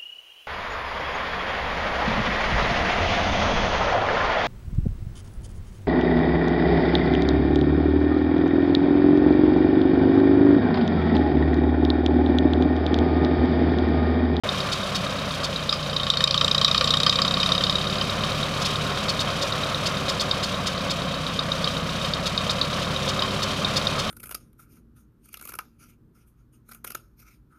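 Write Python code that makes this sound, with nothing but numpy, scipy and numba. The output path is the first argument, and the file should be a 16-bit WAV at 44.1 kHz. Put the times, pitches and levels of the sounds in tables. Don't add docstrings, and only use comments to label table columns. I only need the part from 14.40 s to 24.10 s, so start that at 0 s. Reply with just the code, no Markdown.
import sys
import numpy as np
from scipy import signal
from scipy.fft import rfft, irfft, next_fast_len
from scipy.io import wavfile
from scipy.ndimage import uniform_filter1d
from numba import njit

SR = 44100
rng = np.random.default_rng(int(sys.argv[2]) if len(sys.argv) > 2 else 0)


def master_out(mix):
    frames = np.transpose(np.atleast_2d(mix))
    ceiling = np.clip(frames, -1, 1)
    pcm = np.round(ceiling * 32767).astype(np.int16)
    wavfile.write(sys.argv[1], SR, pcm)


N = 427769
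TIME = np.arange(N) / SR


# (t/s, firing rate/Hz)
ENGINE_SPEED = [(0.0, 35.682), (0.486, 34.6), (0.729, 33.334), (1.114, 31.164), (1.314, 29.743),
                (1.696, 28.822), (2.08, 29.49), (2.715, 32.305), (3.455, 34.851), (4.009, 36.6),
                (4.587, 36.743), (5.299, 35.955), (6.262, 34.077), (6.939, 31.671), (7.402, 32.167),
                (8.21, 34.121), (8.998, 35.229), (9.7, 36.184)]

def crank(first_firing_s=.0898):
    rate = curve(ENGINE_SPEED)
    phase = np.cumsum(rate) / SR
    return rate, phase - np.interp(first_firing_s, TIME, phase)


# (light-running level/dB, labouring level/dB, middle ring offset/dB, deep ring offset/dB, chatter/s)
CYLINDERS = [(-34, -20.5, -17, -17, 0.0035), (-44, -22.5, 0, -3, .0044), (-43, -20, -14, -13, .0036),
             (-44, -24.5, -0.5, -3.5, .0036)]
# (t/s, level/dB)
HARD_KNOCKS = [(0.09, -24), (0.20, -29), (1.16, -28), (1.29, -21), (1.33, -26), (1.56, -23), (1.70, -15),
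               (1.84, -13.5), (2.25, -13.5), (2.70, -15.5), (3.12, -19.5), (3.24, -21), (3.30, -22),
               (3.36, -22.5), (3.61, -30), (3.70, -28), (3.84, -30.5), (4.03, -28.5), (4.36, -30),
               (4.80, -26.5), (5.12, -28.5), (5.24, -29.5), (5.34, -27), (5.80, -28), (5.91, -21.5),
               (6.87, -30), (6.99, -24), (7.12, -23.5), (7.24, -25), (7.27, -31), (7.64, -32),
               (7.74, -25.5), (7.98, -22), (8.10, -24.5), (8.21, -21), (8.56, -29.5), (8.79, -26.5),
               (8.82, -27), (9.25, -23.5), (9.47, -22.5)]

def firings(phase, knock_scatter_db=0.9, ring_scatter_db=2.2):
    index = np.arange(int(phase[-1]) + 1)
    times = np.interp(index, phase, TIME)
    light_db, labour_db, middle_db, deep_db, length_s = np.array(CYLINDERS)[index % len(CYLINDERS)].T
    chance = rng.standard_normal((len(index), 3)).T
    strength = np.hypot(undb(light_db), labour(times) * undb(labour_db))
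    db = 20 * np.log10(strength) + knock_scatter_db * chance[0]
    for start_s, hard_db in HARD_KNOCKS:
        db[np.argmin(abs(times - start_s))] = hard_db
    middle_db = middle_db + ring_scatter_db * chance[1]
    deep_db = deep_db + ring_scatter_db * chance[2]
    return times, db, middle_db, deep_db, length_s


# (f/Hz, width/Hz, relative level/dB)
DEEP_MODES = [(1084, 34, -6), (1175, 170, 3.5), (1387, 370, -12.5), (1860, 240, -9)]
MIDDLE_MODES = [(2462, 250, 2.5), (3124, 260, 13), (4950, 300, -1.5)]
BRIGHT_MODES = [(3753, 265, 12.5), (4382, 210, 2), (4890, 245, 0.5)]
SHARP_MODES = [(5060, 400, 0.5), (5640, 280, -1), (6300, 440, -7), (7440, 380, -6), (9100, 2900, -13.5),
               (12400, 4000, -27)]

def knocks(phase, attack_s=0.00072, tail_s=0.031):
    out, t = np.zeros(N), np.arange(2600) / SR
    times, db, middle_db, deep_db, length_s = (column[:, None] for column in firings(phase))
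    tail = undb(-14 + 0.46 * deep_db) * np.exp(-t / tail_s)
    sharp_db = -22 + 11 * labour(times)
    registers = [(BRIGHT_MODES, 1.26, length_s),
                 (SHARP_MODES, sharp_db, length_s),
                 (MIDDLE_MODES, middle_db, length_s),
                 (DEEP_MODES, deep_db + 1, length_s * 1.44)]
    chatter = rng.standard_normal((len(times), len(t))) * (1 - np.exp(-t / attack_s))
    hits = 0
    for modes, offset_db, chatter_s in registers:
        envelope = np.exp(-(t / chatter_s) ** 2) + tail
        metal = ring(chatter * envelope, modes, scatter_db=3.5)
        onset_rms = np.std(metal[:, :660], axis=1, keepdims=True)
        hits = hits + metal / onset_rms * undb(db + offset_db)
    for start_s, hit in zip(times[:, 0], hits):
        add(out, start_s - .001, hit)
    return out


# (multiple of the firing rate, level/dB)
EXHAUST_TONES = [(1, -49), (2, -43.5), (3, -45), (3.25, -48), (4, -40), (4.25, -55), (4.499, -45.5),
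                 (4.751, -53.5), (5, -39), (6, -44.5), (6.5, -47), (7, -55.5), (7.499, -49.5), (8.5, -57),
                 (9.5, -58.5)]
# (f/Hz, width/Hz, lift)
PIPE_RESONANCES = [(140.9, 26, 2), (163.1, 18, 1.35), (212.5, 8.5, 2)]

def exhaust(rate, phase, mouth_hz=48):
    load = undb(0.54 * pickup(rate) - 8 * log_speed(rate))
    out = 0
    for k, db in EXHAUST_TONES:
        pipe = resonance_gain(k * rate, PIPE_RESONANCES) / (1 + (mouth_hz / (k * rate)) ** 6)
        out = out + undb(db) * unit(tone(k * phase) * load * pipe)
    return out


# (f/Hz, relative level/dB)
RUMBLE_EQ = [(20, -38), (50, -7), (75, -12), (100, -3.5), (122, -2), (150, 5), (205, 2.5), (245, -5.5),
             (280, -1), (325, -22), (600, -45.5)]
WHIR_EQ = [(200, -29), (330, -10.5), (390, -7.5), (435, -7.5), (545, 1.5), (690, -3), (820, -10), (970, -7),
           (1060, -1.5), (1230, -1.5), (1450, -6), (1900, -12), (2500, -11.5), (4000, -55)]
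HISS_EQ = [(1500, -24), (2400, 3), (3300, 5), (4600, 0), (5700, -2.5), (6700, -7), (7400, -9.5),
           (8100, -12), (10300, -14.5), (13000, -22.5), (14400, -21), (16000, -46)]

def machinery(rate, phase):
    speed = log_speed(rate)
    rumble = colour(pulsing(phase, depth=0.29, scatter_db=0, repeat=0.2), RUMBLE_EQ)
    whir = colour(pulsing(phase, depth=0.11, scatter_db=1.07, repeat=0.33), WHIR_EQ)
    hiss = colour(pulsing(phase - 0.41, depth=0.26, scatter_db=1.5), HISS_EQ)
    rattle = unit(ring(pulsing(phase, depth=0.1, scatter_db=3.5), BRIGHT_MODES + MIDDLE_MODES))
    return (rumble * undb(-36.8 + 14 * speed)
            + whir * undb(-31 + 19 * speed)
            + hiss * undb(-35.5 + 16 * speed + 0.1 * pickup(rate))
            + rattle * undb(-41.5 + 14 * speed))


# (multiple of the blade rate, average level/dB)
FAN_TONES = [(1, -43), (2, -42.5), (3, -48), (4, -47.5), (5, -55.5)]
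# (f/Hz, width/Hz, lift)
SHROUD_RESONANCES = [(183.6, 14, 3.1), (262.6, 22, 2.2), (384.4, 10, 1.2)]

def fan(rate, phase, blades_per_firing=2.745):
    drive = undb(42 * log_speed(rate))
    blade_hz, blade_phase = blades_per_firing * rate, blades_per_firing * phase
    out = 0
    for k, db in FAN_TONES:
        shroud = resonance_gain(k * blade_hz, SHROUD_RESONANCES)
        out = out + undb(db) * unit(tone(k * blade_phase) * drive * shroud)
    return out


def casing(rate, phase, centre_hz=545, width_hz=110):
    load = undb(0.34 * pickup(rate) - 32 * log_speed(rate))
    drumming = pulsing(phase, depth=0.74, scatter_db=3.5, repeat=0.49)
    return ring(drumming, [(centre_hz, width_hz, -41)]) * load


# (t/s, level/dB before the trim)
PUFFS = [(0.319, -27), (0.548, -26), (1.036, -27.5), (4.212, -30), (4.25, -25), (4.686, -26),
         (4.798, -25.5), (5.016, -27), (5.458, -25), (5.685, -26), (5.801, -24), (6.029, -26), (6.263, -26),
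         (6.5, -27.5), (7.858, -27.5), (8.098, -27), (8.683, -27), (9.023, -26.5), (9.361, -23.5),
         (9.587, -26.5)]
# (f/Hz, relative level/dB)
PUFF_EQ = [(1500, -12.5), (2800, -3.5), (3750, 7), (4050, -8), (4420, 12.5), (4680, -5), (4950, 8),
           (5400, -1.5), (7200, -7), (8200, -13.5), (11000, -19), (16000, -32)]

def puffs(length_s=0.036, trim_db=-1.5):
    progress = np.linspace(0, 1, int(length_s * SR))
    envelope = unit(np.sin(np.pi * progress ** 0.88) ** 2)
    flow = np.zeros(N)
    for start_s, db in PUFFS:
        add(flow, start_s - .004, envelope * undb(db + trim_db))
    return flow * colour(rng.standard_normal(N), PUFF_EQ)


def tappets(phase, level_db=-44, scatter_db=2.0):
    at = np.flatnonzero(np.diff(np.floor(phase)))
    taps = np.zeros(N)
    taps[at] = undb(scatter_db * np.clip(rng.standard_normal(len(at)), -2, 2))
    return unit(ring(taps, BRIGHT_MODES + MIDDLE_MODES)) * undb(level_db)


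# (f/Hz, t60/s, relative level/dB)
LINKAGE_MODES = [(1080, 0.24, 6), (1110, 0.13, -20), (1193, 0.15, -4), (1340, .12, -14)]

def clank(start_s=8.823, gain_db=-30):
    out, t = np.zeros(N), np.arange(SR // 4) / SR
    for hz, t60, db in LINKAGE_MODES:
        decay = undb(-60 * t / t60)
        add(out, start_s, undb(gain_db + db) * np.sin(2 * np.pi * hz * t) * decay)
    return out


def labour(times, start_s=1.425, attack_s=0.46, hold_s=0.63, release_s=1.3):
    return np.interp(times, np.cumsum([start_s, attack_s, hold_s, release_s]), [0, 1, 1, 0])


def pickup(rate):
    return uniform_filter1d(np.gradient(rate) * SR, SR)


def log_speed(rate):
    return np.log(rate / rate.mean())


def pulsing(phase, depth, scatter_db, repeat=0):
    strength = undb(scatter_db * rng.standard_normal(1024))
    swell = 1 + depth * np.cos(2 * np.pi * phase)
    pattern = rng.standard_normal(5200)
    loop = pattern[(phase / 4 % 1 * len(pattern)).astype(int)]
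    noise = np.sqrt(1 - repeat) * rng.standard_normal(N) + np.sqrt(repeat) * loop
    return noise * swell * np.interp(phase, np.arange(len(strength)), strength)


def ring(x, modes, scatter_db=0.):
    out = 0
    for k, (hz, width, db) in enumerate(modes):
        b, a = signal.iirpeak(hz, hz / width, SR)
        band = unit(signal.lfilter(b, a, signal.lfilter(b, a, x)))
        chance_db = scatter_db * rng.standard_normal(x.shape[:-1] + (1,))
        out = out + (-1) ** k * band * undb(db + chance_db)
    return out


def resonance_gain(hz, resonances):
    gains = [1 + lift / (1 + (2 * (hz - centre) / width) ** 2) for centre, width, lift in resonances]
    return np.prod(gains, axis=0)


def tone(cycles, waver_db=1.1):
    return np.sin(2 * np.pi * (cycles + rng.random()) + drift(7.1) / 10) * undb(waver_db * drift(6.5))


def drift(hz):
    k = int(SR / hz)
    steps = np.repeat(rng.standard_normal(N // k + 1), k)
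    return unit(uniform_filter1d(uniform_filter1d(steps, k), k)[:N])


def colour(x, eq):
    hz, db = np.transpose(eq)
    size = next_fast_len(N)
    bins = np.fft.rfftfreq(size, 1 / SR) + 1
    gain = undb(np.interp(np.log(bins), np.log(hz), db))
    return unit(irfft(rfft(x, size) * gain, size)[:N])


def curve(table):
    return np.interp(TIME, *np.transpose(table))


def add(out, start_s, sound):
    i = max(int(start_s * SR), 0)
    out[i:i + len(sound)] += sound[:max(N - i, 0)]


def undb(db):
    return 10 ** (np.asarray(db) / 20)


def unit(x):
    return x / np.sqrt(np.mean(x ** 2, axis=-1, keepdims=True))


@njit
def follow_peaks(x, release):
    out, held = np.empty(len(x)), 0.
    for i in range(len(x)):
        held = max(abs(x[i]), held * release)
        out[i] = held
    return out


def scene():
    rate, phase = crank()
    drone = exhaust(rate, phase) + fan(rate, phase)
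    bed = drone + casing(rate, phase) + machinery(rate, phase) + tappets(phase)
    return (bed + knocks(phase) + clank() + puffs())[None]


def record(dry, ceiling=.68, release_s=0.23, top_hz=15750):
    opening = np.clip((TIME - .035) / .002, 0, 1)
    peaks = follow_peaks(dry[0], np.exp(-1 / (release_s * SR)))
    gain = ceiling / np.maximum(peaks, ceiling)
    lowpass = signal.ellip(8, .2, 70, top_hz, fs=SR, output="sos")
    return signal.sosfilt(lowpass, dry * gain * opening)


dry = scene()
out = record(dry)
master_out(out)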